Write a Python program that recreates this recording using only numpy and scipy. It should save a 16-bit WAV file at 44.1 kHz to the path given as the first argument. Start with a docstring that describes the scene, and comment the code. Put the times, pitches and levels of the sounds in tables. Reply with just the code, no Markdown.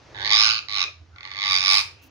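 """A parakeet croaks twice, clucks, then gives a long growl, close by on the right in a hard-walled aviary.
Its voice organ, the syrinx, opens about a hundred times a second. Each opening lets out a short
flutter of snaps that ring the throat, and a puff of air that adds a breathy rasp.
Behind it are a low rumble and hum, faint hiss, dull shuffles, thin far calls of other birds
and a last rustle of feathers."""
import sys
import numpy as np
from scipy import signal
from scipy.fft import rfft, irfft
from scipy.io import wavfile
from scipy.ndimage import uniform_filter1d, minimum_filter1d

SR = 44100
rng = np.random.default_rng(int(sys.argv[2]) if len(sys.argv) > 2 else 0)


def inscribe(sig):
    """Save sig as 16-bit PCM at rate SR to the path in sys.argv[1].

    A 1-D sig is mono; a 2-D sig holds one channel per row.
    Samples are clipped to [-1, 1] before scaling.
    """
    pcm = np.round(np.clip(np.atleast_2d(sig).T, -1, 1) * 32767)
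    wavfile.write(sys.argv[1], SR, pcm.astype(np.int16))


N = 92610
TIME = np.arange(N) / SR


def amp(db):
    """Turns decibels into a number to multiply by."""
    return 10 ** (np.asarray(db) / 20)


def unit(x):
    """Scales a sound to an average (rms) level of 1."""
    return x / np.sqrt(np.mean(x ** 2) + 1e-20)


def curve(table, t=TIME, column=1):
    """Reads one column of a table at times t, joining the rows with straight lines."""
    rows = np.array(table)
    return np.interp(t, rows[:, 0], rows[:, column])


def spectrum(points, hz):
    """Reads a table at frequencies hz, joining the rows on a log-frequency scale."""
    row_hz, value = np.transpose(points)
    return np.interp(np.log(hz + 1), np.log(row_hz + 1), value)


def add(mix, start_s, sound):
    """Mixes a sound in at its start time."""
    part = mix[..., max(round(start_s * SR), 0):][..., :sound.shape[-1]]
    part += sound[..., :part.shape[-1]]


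def colour(x, points, size=4096):
    """Turns each frequency up or down; the filter never rings ahead of the sound."""
    hz = abs(np.fft.fftfreq(size, 1 / SR))
    log_gain = np.log(amp(spectrum(points, hz)))
    response = np.exp(np.conj(signal.hilbert(log_gain)))
    taps = np.fft.ifft(response).real[:size // 2]
    return signal.fftconvolve(x, taps[None] if x.ndim > 1 else taps, axes=-1)[..., :x.shape[-1]]


def resonate(x, hz, width):
    """Sends a sound twice through a resonance, a filter that rings at hz (steady or moving)."""
    turn = np.exp(2j * np.pi * np.cumsum(hz * np.ones(len(x))) / SR)
    decay = np.exp(-np.pi * width / SR)
    for _ in range(2):
        x = 2 * (turn * signal.lfilter([1 - decay], [1, -decay], x / turn + 1e-18)).real
    return x


def noise(points, shared):
    """Coloured stereo noise; shared (0 to 1) is how much both sides have in common."""
    white = rng.standard_normal((3, N))
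    stereo = np.sqrt(shared) * white[2] + np.sqrt(1 - shared) * white[:2]
    gain = amp(spectrum(points, np.fft.rfftfreq(N, 1 / SR)))
    return unit(irfft(rfft(stereo) * gain, N))


# The tone of the rumble and the hiss. Each row: frequency in Hz, gain in dB.
RUMBLE_COLOUR = [(20, -37), (45, -21), (65, -8.5), (86, -1.5), (110, -2.5), (150, -17), (250, -39),
                 (1000, -84)]
HISS_COLOUR = [(30, -32), (150, -3), (300, 6.5), (500, 4), (1200, 1), (2500, -3.5), (3300, -5.5),
               (5200, -6), (6700, -11), (7400, -25), (15000, -49)]
# How hum, rumble and hiss rise and fall. Each row: time in seconds, level in dB.
HUM_LEVEL = [(0, -60.5), (.93, -65), (.98, -50), (1.03, -44.5), (1.07, -66), (1.145, -46), (1.18, -65),
             (2.1, -61)]
RUMBLE_LEVEL = [(0, -55.5), (.15, -50), (.24, -45), (.33, -50.5), (.7, -57), (1.3, -58.5), (1.53, -49.5),
                (1.7, -55), (1.86, -54.5), (2.1, -59)]
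HISS_LEVEL = [(0, -54.5), (.3, -50), (.9, -62), (1.1, -62), (1.5, -53), (2.1, -59.5)]


def background(hum_hz=84.3):
    """Faint hiss over a low rumble and a hum that swells and fades."""
    hum = np.sqrt(2) * np.sin(2 * np.pi * (hum_hz * TIME + rng.random())) * amp(curve(HUM_LEVEL))
    rumble = noise(RUMBLE_COLOUR, shared=0.98) * amp(curve(RUMBLE_LEVEL))
    hiss = noise(HISS_COLOUR, shared=0.61) * amp(curve(HISS_LEVEL))
    return (hum + rumble) * amp([[-1.7], [1.5]]) + hiss  # the low sounds lean to the right


def swell(start, length):
    """A smooth rise and fall."""
    return np.sin(np.pi * np.clip((TIME - start) / length, 0, 1))


# Feather rustles and dull shuffles. Each row: start in seconds, length in seconds, level in dB.
RUSTLES = [(2.015, 0.047, -56), (2.052, 0.034, -59)]
SHUFFLES = [(.03, 0.39, -49), (.82, 0.1, -52.5)]
# Their tone. Each row: frequency in Hz, gain in dB.
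RUSTLE_COLOUR = [(300, -2), (3000, 3), (6800, 7), (7400, -6), (14000, 5), (16000, 6)]
SHUFFLE_COLOUR = [(150, -49), (330, 3.5), (600, 2), (900, -5), (2000, -8), (8000, -50)]


def stirring_birds():
    """Birds rustle and shuffle as they move, making soft swells of noise."""
    out = np.zeros((2, N))
    for moves, tone in [(RUSTLES, RUSTLE_COLOUR), (SHUFFLES, SHUFFLE_COLOUR)]:
        level = sum(amp(db) * swell(start, length) for start, length, db in moves)
        out += level * noise(tone, shared=0.81)
    return out


# Far calls. Each row: start in seconds, length in seconds, pitch in Hz, width in Hz, level in dB.
FAR_CALLS = [(0.817, 0.091, 2500, 130, -36), (0.998, 0.074, 280, 70, -63), (1.11, 0.17, 1400, 225, -54),
             (1.908, 0.21, 2610, 514, -58.5), (2.005, 0.13, 285, 50, -57)]


def far_birds():
    """Narrow bands of noise make fuzzy whistles and faint low notes from across the aviary."""
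    out = np.zeros((2, N))
    for start, length, hz, width, db in FAR_CALLS:
        whistle = [unit(resonate(side, hz, width)) for side in rng.standard_normal((2, N))]
        out += amp(db) * swell(start, length) * np.array(whistle)
    return out


# How long the aviary rings. Each row: frequency in Hz, seconds to fade by 60 dB.
ECHO_FADE = [(300, 0.24), (1200, 0.29), (2600, 0.3), (5000, 0.29), (8000, .29), (15000, .25)]
# The tone of the echoes. Each row: frequency in Hz, gain in dB.
ECHO_COLOUR = [(300, 12), (900, 5), (1170, -0.5), (1500, 8), (2500, 2), (4300, -1.5), (5500, -1), (7000, 5),
               (9000, 2.5), (15000, 7)]


def aviary_echoes(voice, tail_db=-10, early_db=-12.5, early_fade_s=0.0086):
    """Quick echoes bounce off the ceiling, and the hard walls add a short tail."""
    t = np.arange(SR // 2) / SR
    hz, frame_s, bands = signal.stft(rng.standard_normal((2, len(t))), SR, nperseg=256)
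    fade = amp(-60 * frame_s / spectrum(ECHO_FADE, hz)[:, None])
    tail = signal.istft(bands * fade, SR, nperseg=256)[1][:, :len(t)]
    tail *= np.minimum(t / 0.0036, 1)
    bounces = rng.choice([-1, 1], tail.shape) * (rng.random(tail.shape) < .08)
    early = bounces * (t > .0015) * np.exp(-t / early_fade_s)
    room = sum(amp(db) * echo / np.linalg.norm(echo, axis=1, keepdims=True)
               for db, echo in [(tail_db, tail), (early_db, early)])
    return colour(signal.fftconvolve(voice[None], room, axes=1)[:, :N], ECHO_COLOUR)


# How the voice is shaded on each side. Each row: frequency in Hz, gain in dB.
LEFT_SHADE = [(500, -1), (1300, -10.5), (2500, -4), (4300, -22), (5500, -6.5), (6300, -3), (7000, -4),
              (11000, -5)]
RIGHT_SHADE = [(500, 0), (5500, 0), (6300, -4), (7000, -11), (9000, -7), (15000, -5)]


def direct_sound(voice, left_lag_s=.000172):
    """The bird is on the right, so its voice reaches the left side later and weaker."""
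    delay = np.exp(-2j * np.pi * np.fft.rfftfreq(N, 1 / SR) * left_lag_s)
    left = irfft(rfft(colour(voice, LEFT_SHADE)) * delay, N)
    return np.array([left, colour(voice, RIGHT_SHADE)])


# The throat's ringing as the beak moves. Each row: time in seconds, then four resonances in Hz.
THROAT_HZ = [(.15, 940, 1640, 3580, 4070), (.22, 1037, 1740, 3520, 4170), (.27, 1060, 2110, 3940, 4330),
             (.35, 1182, 2390, 3720, 4760), (.46, 1280, 2630, 4170, 5030), (.58, 1273, 2600, 4430, 4260),
             (.69, 1175, 2110, 4140, 4560), (.81, 1199, 2500, 3890, 5130), (1.2, 1174, 2130, 3450, 4070),
             (1.4, 1173, 2020, 3710, 4350), (1.55, 1202, 2350, 3680, 4700), (1.8, 1162, 2420, 3900, 5100)]
# Those four resonances in order. Each row: width in Hz, gain in dB.
RESONANCES = [(420, -2), (787, 0), (923, 0), (802, 0)]
# Extra gain for the two low resonances, and for the fourth. Each row: time in seconds, gain in dB.
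LOW_PAIR_GAIN = [(.15, 7), (.22, 1.5), (.26, 2.5), (.35, -3.5), (.55, 4), (.7, -3), (.82, 0), (1.24, 7.5),
                 (1.42, 2), (1.6, 0.5), (1.8, 1.5)]
FOURTH_GAIN = [(.15, -21), (.26, 0), (.35, 1), (.55, 1), (.7, -13.5), (.82, -2), (1.3, -3.5), (1.45, -0.5),
               (1.6, 4), (1.8, -6.5)]
# The overall tone of the voice. Each row: frequency in Hz, gain in dB.
VOICE_COLOUR = [(30, -48), (150, -15), (500, -11), (740, -3), (890, 1.5), (1010, -10.5), (1170, -0.5),
                (1330, -9.5), (1600, 2), (2000, -2.5), (2380, 1.5), (2700, -3), (3000, 5), (4300, 2),
                (5400, 1), (6100, -2), (6850, -0.5), (7400, -17.5), (10000, -24), (16000, -20)]


def throat(snaps, gain_db=4.5):
    """The snaps ring four moving resonances in the throat."""
    first, second, third, fourth = [amp(db) * resonate(snaps, curve(THROAT_HZ, column=k), width)
                                    for k, (width, db) in enumerate(RESONANCES, start=1)]
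    ringing = amp(curve(LOW_PAIR_GAIN)) * (first + second) + third + amp(curve(FOURTH_GAIN)) * fourth
    return amp(gain_db) * colour(ringing, VOICE_COLOUR)


def flutter(db, hz, count=8, size=320, snap_spread_db=3.25, rise_s=0.00078, puff_gain=0.29):
    """One opening: snaps roughly in step with hz, plus a puff. Returns their blend and the puff alone."""
    t = np.arange(size) / SR
    length_s = np.interp(db, [-20, -7], [0.0015, 0.003])  # more effort: longer
    jitter = np.interp(db, [-20, -7], [0.13, 0.1874])  # and rougher
    gaps = np.exp(jitter * rng.standard_normal(count)) / hz
    snap_times = np.cumsum(gaps) - gaps[0]
    strengths = amp(snap_spread_db * rng.standard_normal(count))
    snaps = strengths @ np.sinc((t - snap_times[:, None]) * SR)
    envelope = np.minimum(.5 + t / rise_s / 2, 1) * np.exp(-(t / length_s) ** 4)
    puff = unit(envelope * rng.standard_normal(size))
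    blend = unit(unit(envelope * snaps) + puff_gain * puff)
    return amp(db) * np.array([blend, puff])


# How hard the bird pushes through its croaks and growl. Each row: time in seconds, effort in dB.
EFFORT = [(.146, -36.5), (.228, -21.5), (.238, -26.5), (.248, -16.5), (.277, -16.5), (.286, -25),
          (.296, -14.5), (.325, -5.5), (.38, -6), (.45, -8.5), (.5, -12), (.55, -22), (.595, -23),
          (.685, -24), (.72, -18.5), (.76, -14.5), (.8, -13.5), (.825, -11.5), (.845, -18.5), (1.23, -38),
          (1.3, -37.5), (1.388, -24), (1.402, -22.5), (1.43, -16.5), (1.56, -11.5), (1.6, -17), (1.7, -9),
          (1.78, -10.5), (1.816, -21)]


def openings(call):
    """Lists the time and effort of each syrinx opening in a call; soft ones are more uneven."""
    t = np.arange(call[0][0], call[-1][0], 1 / SR)
    cycles = np.floor(np.cumsum(curve(call, t)) / SR)
    times = t[np.diff(cycles, prepend=-1) > 0]
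    db = curve(EFFORT, times)
    uneven_db = np.interp(db, [-27, -13], [1, -0.25])
    return list(zip(times, db + uneven_db * rng.standard_normal(len(times))))


# The pitch of the three calls. Each row: time in seconds, syrinx openings per second.
FIRST_CROAK = [(0.1466, 100.0), (0.23, 98.4), (0.28, 108.4), (0.325, 106.3), (0.38, 107.3), (0.45, 107.1),
               (0.5, 110.4), (0.55, 111.4), (0.595, 108.7)]
SECOND_CROAK = [(0.6854, 103.0), (0.72, 104.3), (0.76, 102.1), (0.8, 93.0), (0.825, 85.2), (0.845, 81.5)]
GROWL = [(1.2315, 97.2), (1.3, 92.6), (1.385, 99.3), (1.43, 101.3), (1.56, 91.8), (1.6, 93.4), (1.7, 96.4),
         (1.78, 101.6), (1.816, 101.6)]
# Single openings that lead into the growl. Each row: start in seconds, effort in dB.
CLUCKS = [(1.1608, -44), (1.1842, -38.5), (1.2077, -34.5), (1.2309, -35), (1.2521, -30.5), (1.2754, -33),
          (1.3154, -28)]
# How strong the breathy rasp is. 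Each row: time in seconds, gain in dB.
RASP_GAIN = [(.15, -70), (.3, -36.5), (.45, -27.5), (.6, -38), (.8, -33.5), (1.38, -45), (1.52, -21.5),
             (1.62, -28), (1.72, -17.5), (1.81, -16.5)]
# The tone of the rasp. Each row: frequency in Hz, gain in dB.
RASP_COLOUR = [(1000, -45.5), (5000, 28), (7000, -2), (11000, -2), (12000, -17.5), (15500, -13.5)]


def parakeet():
    """The syrinx flutters in step with the lowest throat resonance; its puffs add a high, breathy rasp."""
    syrinx = np.zeros((2, N))
    for start, db in openings(FIRST_CROAK) + openings(SECOND_CROAK) + openings(GROWL) + CLUCKS:
        add(syrinx, start - .0004, flutter(db, curve(THROAT_HZ, start)))
    snaps, air = syrinx
    rasp = amp(curve(RASP_GAIN)) * colour(air, RASP_COLOUR)
    return throat(snaps) + rasp


def scene():
    """The parakeet and its echoes, with the quiet sounds of the aviary behind."""
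    voice = parakeet()
    return direct_sound(voice) + aviary_echoes(voice) + far_birds() + stirring_birds() + background()


def record(dry, cutoff_hz=15750):
    """A fast limiter holds the peaks at full scale, then a filter removes the highest treble."""
    needed_gain = 1 / np.maximum(abs(dry).max(0), 1)
    smooth_gain = uniform_filter1d(minimum_filter1d(needed_gain, size=200), size=200)
    lowpass = signal.firwin(511, cutoff_hz, window=("kaiser", 9), fs=SR)
    return signal.oaconvolve(dry * smooth_gain, lowpass[None], "same")


dry = scene()
out = record(dry)
inscribe(out)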